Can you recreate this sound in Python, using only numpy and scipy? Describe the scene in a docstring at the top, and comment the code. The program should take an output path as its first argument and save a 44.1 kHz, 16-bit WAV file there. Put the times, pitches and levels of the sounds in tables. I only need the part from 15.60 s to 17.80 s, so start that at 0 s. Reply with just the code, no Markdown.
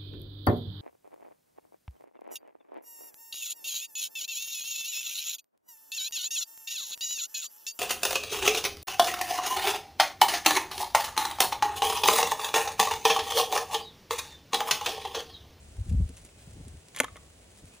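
"""Outdoors in open country, a break-action shotgun is swung shut close to the microphone. The hinge scrapes
with a rising rasp; each steel contact is a noise crack plus damped modes. The barrels slam on the breech, the
bolt drops in, the action rattles softly and the loose fore-end clucks. Gusts, puffs and thuds of low noise bump
the microphone over a wide, quiet hiss of shaped noise. Sleeves rustle and tick as grainy noise, and a far
bird's wavering sine notes barely show."""
import sys
import numpy as np
from scipy import signal
from scipy.fft import rfft, irfft, next_fast_len
from scipy.io import wavfile
from scipy.ndimage import uniform_filter1d, map_coordinates

SR = 44100
rng = np.random.default_rng(int(sys.argv[2]) if len(sys.argv) > 2 else 0)


def persist_wave(psi):
    """Save psi, clipped to +-1, as 16-bit WAV."""
    counts = np.round(np.clip(psi, -1, 1) * 32767).astype(np.int16)
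    wavfile.write(sys.argv[1], SR, np.atleast_2d(counts).T)


N = 97020  # samples, 2.2 s

# Hiss of open country: spectrum [freq_hz, level_db]
AIR_SPECTRUM = [(20, -22), (65, -8), (160, -3.5), (250, -7), (600, -8.5), (1100, -18.5), (1900, -18),
                (2700, -17), (5500, -21.5), (8200, -18.5), (11000, -23), (12300, -47), (16000, -23)]
# How alike the hiss is in both channels [freq_hz, correlation]
AIR_LIKENESS = [(60, 0.99), (250, 0.82), (640, 0.38), (1400, 0.41), (3000, 0.27), (7000, 0.37),
                (15000, 0.077)]
AIR_DB, AIR_DRIFT_DB = -56.5, 0.67
AIR_LEFT_LEAD_S = 0.00014

# Strength of the wind on the microphone, before the trim [time_s, level_db]
GUST_LEVELS = [(0.0, -51), (0.15, -49), (0.2, -41), (0.245, -50), (0.31, -23.5), (0.42, -19.5),
               (0.455, -27), (0.48, -46), (0.53, -45), (0.58, -57), (0.64, -49), (0.67, -61), (0.85, -54),
               (0.91, -46), (0.98, -45.5), (1.17, -43.5), (1.26, -72), (1.37, -63), (1.41, -55),
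               (1.505, -55), (1.6, -56), (2.01, -60), (2.05, -48.5), (2.12, -65), (2.2, -64)]
# Spectrum of the gusts' buffeting [freq_hz, level_db]
BUFFET_SPECTRUM = [(20, -40), (30, -20), (42, -5.5), (60, 2), (100, -3), (130, -16), (190, -17.5),
                   (280, -34), (500, -50.5), (1200, -72), (4000, -100)]
BUFFET_TRIM_DB, BUFFET_SIDE_DB, BUFFET_LEFT_DB = -1.6, -27, .55
EDDY_S = .03  # span over which turbulence is levelled
# Short puffs that bump the microphone [peak_s, level_db]
PUFFS = [(0.186, -48), (0.271, -46.5), (.315, -38), (0.344, -33.5), (.41, -36), (.505, -41), (0.643, -53),
         (0.881, -47), (0.966, -47), (1.009, -43), (1.072, -42), (1.151, -46), (2.04, -49.5)]
# Spectrum of a puff [freq_hz, level_db]
PUFF_SPECTRUM = [(30, -9), (100, 2), (210, -1.5), (330, -8.5), (550, -24.5), (1500, -53), (4000, -90)]
PUFF_LENGTH_S = .03
# Large eddies that thud softly [peak_s, length_s, level_db]
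THUDS = [(.207, .055, -29), (1.53, .035, -45)]
# Spectrum of a thud [freq_hz, level_db]
THUD_SPECTRUM = [(25, -20), (62, 0), (95, -5), (160, -35), (500, -80)]
WIND_CUT_HZ = 25  # the microphone passes little wind below this

# Notes of the far bird [peak_s, length_s, pitch_hz, level_db]
WHISTLES = [(.785, .12, 2480, -66), (2.14, .07, 2520, -61)]
WHISTLE_WAVER_HZ = 70

# Brushes of the sleeves [peak_s, length_s, level_db]
SWISHES = [(0.283, 0.098, -63), (0.56, .09, -60.5), (0.83, 0.11, -61), (2.08, .025, -61), (2.156, .05, -61)]
# Spectrum of the rustle [freq_hz, level_db]
CLOTH_SPECTRUM = [(500, -14.5), (2500, -5), (5000, -7.5), (8500, -0.5), (11000, -5.5), (12500, -13),
                  (16000, -10)]
RUSTLE_DB, RUSTLE_ROUGH_DB = -64.5, 3.5  # ceaseless small stirring of cloth and grass
# Ticks of hands and twigs [start_s, level_db, treble_db]
TICKS = [(.168, -45.5, -4), (.198, -55, 2), (.213, -55, 2), (.297, -51, 1), (0.3256, -53, 6),
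         (0.4916, -45.5, 3), (0.650, -48, 7), (.690, -46, -9), (.909, -54, 0), (0.9333, -53, 3),
         (1.051, -51, -1), (1.082, -51, 10), (1.284, -54, 1), (1.702, -55, 2), (1.974, -53, 5),
         (2.0547, -52, 4)]
# Spectrum of a tick [freq_hz, level_db]
TICK_SPECTRUM = [(500, -5), (2800, 1), (5500, -4), (9000, 5), (16000, -12)]
TICK_T60_S = 0.017

# Spectrum of steel rubbing in the hinge [freq_hz, level_db]
SCRAPE_SPECTRUM = [(200, -22), (700, -7), (2100, -1), (3000, -4), (4100, -4), (5300, -9), (9500, -2),
                   (16000, -19)]
SCRAPE_FROM_S, SCRAPE_TO_S = 1.352, 1.402
SCRAPE_END_DB, SCRAPE_GROWS_DB, SCRAPE_ROUGH_DB = -44, 10, 4.5
RASP_MIDDLE_S, RASP_LENGTH_S, RASP_DB = 1.385, .024, -43.5
RASP_FROM_HZ, RASP_TO_HZ = 1600, 5000
RASP_FLUTTER_RATE = 1000  # random knots a second; faster makes the rasp wider

SLAM_S, BOLT_DELAY_S = 1.4013, .0033  # barrels meet the breech; the locking bolt follows
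# Steel contacts in the action [start_s, level_db, bass_db, treble_db]
CONTACTS = [(1.3481, -28, -4, -1), (1.3625, -24, -12, 10), (1.3712, -20, -4, 1), (1.3779, -24, -4, -7),
            (1.3875, -28, -18, 11), (1.3926, -26, -10, 8), (SLAM_S, 0.3, -1.5, 0.5),
            (SLAM_S + BOLT_DELAY_S, -8.2, 15.5, -11), (1.4095, -26, -2, 9), (1.4180, -28.5, -1, 1),
            (1.4348, -21, 14, -2), (1.4374, -21, 14, -20), (1.4430, -19.5, -8, 2), (1.4454, -26, 1, -4),
            (1.4785, -38, -4, -14), (1.485, -40, 9, -3), (1.5573, -27.5, 7.5, -19), (1.5635, -33, 7, -21),
            (1.5672, -31.5, -2, 1)]
BASS_HZ, TREBLE_HZ = 780, 4040  # where a contact's weight and hardness take hold
# Damped modes rung at every contact [freq_hz, level_db, t60_s]
GUN_MODES = [(268, -35.5, .082), (493, -26, .032), (605, -22, .025), (691, -23, .028), (880, -25.5, .038),
             (1096, -18.8, .029), (1494, -16.8, .014), (1796, -17, .019), (2067, -8.7, .01),
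             (2263, -24, .016), (2710, -27.4, .022), (3254, -18.5, .02), (3505, -34, .026),
             (4860, -34, .024), (5905, -36.8, .028), (6800, -22.5, .019), (8144, -34.4, .028),
             (9320, -28.8, .023), (10120, -38, .03)]
# The tubes sing on after each contact [freq_hz, level_db, t60_s]
TUBE_MODES = [(1120, -51, 0.65), (1197, -59, .4), (1938, -64, 0.26), (3030, -67, .22)]
RISE_CYCLES, MODE_SCATTER_DB = 0.68, .6
# Spectrum of a contact's crack [freq_hz, level_db]
CRACK_SPECTRUM = [(200, -18), (700, -7), (2200, -2), (3300, -3), (4600, -12), (6600, -5), (7800, -10),
                  (9800, -3), (12000, -8), (13500, -18), (16000, -11)]
CRACK_DB, CRACK_T60_S, CRACK_RISE_S = -12, .016, .0002
# Clucks of the loose fore-end [start_s, level_db, pitch_hz]
CLUCKS = [(1.4435, -23.7, 1068), (1.4490, -35, 1264), (1.4824, -36.5, 1267), (1.5713, -41.5, 1204)]
# Modes of the fore-end [pitch_multiple, level_db, t60_s]
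FOREND_MODES = [(1, 0, .028), (1.19, -10, .026), (1.62, -7, .026), (2.92, -14, .028)]
RADIATES_HZ = 197  # gun and handling give off little below this
RIGHT_LEAD_S = 3e-5

# Echo from ground and trees [freq_hz, t60_s]
YARD_DECAY = [(200, 0.39), (1500, 0.23), (4000, 0.31), (12000, 0.13)]
YARD_DB = -19
TOP_HZ = 16200  # band limit


def amp(db):
    """Decibels to gain."""
    return 10 ** (np.asarray(db) / 20)


def unit(x):
    """Scale to rms 1."""
    return x / np.sqrt(np.mean(x ** 2) + 1e-20)


def along(points, hz):
    """Read a curve of (frequency, value) points on a log frequency axis."""
    freq, value = np.transpose(points)
    return np.interp(np.log(hz + 1), np.log(freq + 1), value)


def wobble(rate):
    """A smooth random curve with rate knots a second."""
    knots = rng.standard_normal(int(N * rate / SR) + 4)
    return map_coordinates(knots, [np.arange(N) * rate / SR])


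def filtered(x, response):
    """Shape a sound by a response over frequency."""
    n = x.shape[-1]
    padded = next_fast_len(n + 8192)
    spectrum = rfft(x, padded) * response(np.fft.rfftfreq(padded, 1 / SR))
    return irfft(spectrum, padded)[..., :n]


def noise(spectrum, size):
    """Coloured noise of rms 1."""
    return unit(filtered(rng.standard_normal(size), lambda hz: amp(along(spectrum, hz))))


def shelf(hz, corner_hz):
    """Glide from 0 well below the corner to 1 well above."""
    return 1 - 1 / (1 + (hz / corner_hz) ** 4)


def fade(t, t60):
    """Exponential decay, 60 dB down after t60."""
    return np.exp(-np.log(1000) * t / t60)


def swell(peak_s, length_s):
    """A smooth rise and fall around a peak."""
    return np.cos(np.pi * np.clip((np.arange(N) / SR - peak_s) / length_s, -.5, .5))


def add(track, start_s, sound):
    """Mix a sound into the track at its start time."""
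    part = track[round(start_s * SR):][:len(sound)]
    part += sound[:len(part)]


def from_side(x, left_lead_s):
    """Let the left channel hear the sound a little earlier; a negative lead favours the right."""
    ears = np.array([[1], [-1]])
    return filtered(x, lambda hz: np.exp(1j * np.pi * hz * left_lead_s * ears))


def air():
    """The wide, quiet hiss of breeze over grass and bare trees, as noise partly shared by both channels."""
    def turn(hz):
        return np.arccos(np.clip(along(AIR_LIKENESS, hz), -1, 1)) / 2

    mid = filtered(noise(AIR_SPECTRUM, size=N), lambda hz: np.cos(turn(hz)))
    side = filtered(noise(AIR_SPECTRUM, size=N), lambda hz: np.sin(turn(hz)))
    level = amp(AIR_DB + AIR_DRIFT_DB * wobble(rate=11.8))
    return level * np.array([mid + side, mid - side])


def eddies(spectrum):
    """Low turbulence, levelled to an even strength."""
    flow = noise(spectrum, size=N)
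    power = np.abs(uniform_filter1d(flow ** 2, int(EDDY_S * SR)))
    return flow / np.sqrt(power + 1e-6)


def wind():
    """Eddies press on the microphone as hard as the gust of the moment, with puffs and soft thuds on top."""
    gust = amp(np.interp(np.arange(N) / SR, *np.transpose(GUST_LEVELS)) + BUFFET_TRIM_DB)
    puff_level = sum(amp(db) * swell(peak_s, PUFF_LENGTH_S) for peak_s, db in PUFFS)
    thud_level = sum(amp(db) * swell(peak_s, length_s) for peak_s, length_s, db in THUDS)
    mid = gust * eddies(BUFFET_SPECTRUM)
    mid = mid + puff_level * eddies(PUFF_SPECTRUM) + thud_level * eddies(THUD_SPECTRUM)
    mid = filtered(mid, lambda hz: shelf(hz, WIND_CUT_HZ))
    side = gust * amp(BUFFET_SIDE_DB) * noise(BUFFET_SPECTRUM, size=N)
    return np.array([(mid + side) * amp(BUFFET_LEFT_DB), (mid - side) * amp(-BUFFET_LEFT_DB)])


def bird():
    """Thin whistled notes, sines whose pitch wavers at random, barely above the hiss."""
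    waver = WHISTLE_WAVER_HZ * wobble(rate=90)
    out = np.zeros(N)
    for peak_s, length_s, pitch_hz, db in WHISTLES:
        phase = 2 * np.pi * np.cumsum(pitch_hz + waver) / SR
        out += amp(db) * swell(peak_s, length_s) * np.sin(phase)
    return out


def handling():
    """Cloth fibres catch and slip in a grainy rustle, swelling as sleeves brush, with faint dry ticks."""
    level = amp(RUSTLE_DB) + sum(amp(db) * swell(peak_s, length_s) for peak_s, length_s, db in SWISHES)
    grain = amp(RUSTLE_ROUGH_DB * (wobble(rate=70) + wobble(rate=500)))
    out = level * unit(noise(CLOTH_SPECTRUM, size=N) * grain)
    t = np.arange(SR // 10) / SR
    for start_s, db, treble_db in TICKS:
        tick = noise(TICK_SPECTRUM, size=len(t))
        tick = filtered(tick, lambda hz: amp(treble_db * shelf(hz, TREBLE_HZ)))
        add(out, start_s, amp(db) * tick * fade(t, TICK_T60_S))
    return out


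def hinge():
    """Steel rubs on steel ever harder as the breech closes; the rasp climbs in pitch as the joint tightens."""
    t = np.arange(N) / SR
    progress = (t - SCRAPE_FROM_S) / (SCRAPE_TO_S - SCRAPE_FROM_S)
    level_db = SCRAPE_END_DB + SCRAPE_GROWS_DB * (np.clip(progress, 0, 1) - 1)
    level_db = level_db + SCRAPE_ROUGH_DB * wobble(rate=600)
    rubbing = (progress > 0) & (progress < 1)
    rub = noise(SCRAPE_SPECTRUM, size=N) * amp(level_db) * rubbing

    half_s = RASP_LENGTH_S / 2
    hz = np.interp(t, [RASP_MIDDLE_S - half_s, RASP_MIDDLE_S + half_s], [RASP_FROM_HZ, RASP_TO_HZ])
    phase = 2 * np.pi * np.cumsum(hz) / SR
    # two random envelopes in quadrature make a narrow noise band around the glide
    rasp = wobble(RASP_FLUTTER_RATE) * np.sin(phase) + wobble(RASP_FLUTTER_RATE) * np.cos(phase)
    envelope = np.sqrt(np.abs(swell(RASP_MIDDLE_S, RASP_LENGTH_S)))
    return rub + amp(RASP_DB) * envelope * rasp


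def ring(modes, t, colour=np.ones_like):
    """Damped modes that swell within about a cycle, with levels scattered anew at every call."""
    hz, db, t60 = np.transpose(modes)[:, :, None]
    gain = colour(hz) * amp(db + MODE_SCATTER_DB * rng.standard_normal(hz.shape))
    rise = 1 - np.exp(-t * hz / RISE_CYCLES)
    return np.sum(gain * np.sin(2 * np.pi * hz * t) * fade(t, t60) * rise, axis=0)


def action():
    """Each steel contact cracks and rings the gun; bass gives it weight, treble gives it hardness."""
    out = np.zeros(N)
    t, t_long = np.arange(SR // 10) / SR, np.arange(SR // 2) / SR
    tubes = ring(TUBE_MODES, t_long)
    crack_envelope = fade(t, CRACK_T60_S) * (1 - np.exp(-t / CRACK_RISE_S))
    for start_s, db, bass_db, treble_db in CONTACTS:
        def colour(hz):
            return amp(bass_db * (1 - shelf(hz, BASS_HZ)) + treble_db * shelf(hz, TREBLE_HZ))

        crack = filtered(noise(CRACK_SPECTRUM, size=len(t)), colour) * crack_envelope
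        body = ring(GUN_MODES, t, colour)
        add(out, start_s, amp(db) * (body + amp(CRACK_DB) * crack))
        add(out, start_s, amp(db) * tubes)
    for start_s, db, pitch_hz in CLUCKS:
        add(out, start_s, amp(db) * ring(np.multiply(FOREND_MODES, [pitch_hz, 1, 1]), t))
    return out


def yard(x):
    """A thin scattered echo off ground and trees: decaying noise, different in each channel."""
    hz, t, grains = signal.stft(rng.standard_normal((2, SR // 2)), SR, nperseg=256)
    decay = fade(t, along(YARD_DECAY, hz)[:, None])
    tail = signal.istft(grains * decay, SR, nperseg=256)[1]
    return signal.fftconvolve(x[None], tail / np.linalg.norm(tail[0]), axes=1)[:, :N]


def scene():
    """The gun and sleeves, slightly to the right, with their echo in wind and open air."""
    background = from_side(air() + wind() + bird(), AIR_LEFT_LEAD_S)
    highpass = signal.butter(3, RADIATES_HZ, "highpass", fs=SR, output="sos")
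    gun = signal.sosfilt(highpass, handling() + hinge() + action())
    return background + amp(YARD_DB) * yard(gun) + from_side(gun, -RIGHT_LEAD_S)


def record(dry):
    """Keep nothing above the band limit."""
    return filtered(dry, lambda hz: hz < TOP_HZ)


dry = scene()
out = record(dry)
persist_wave(out)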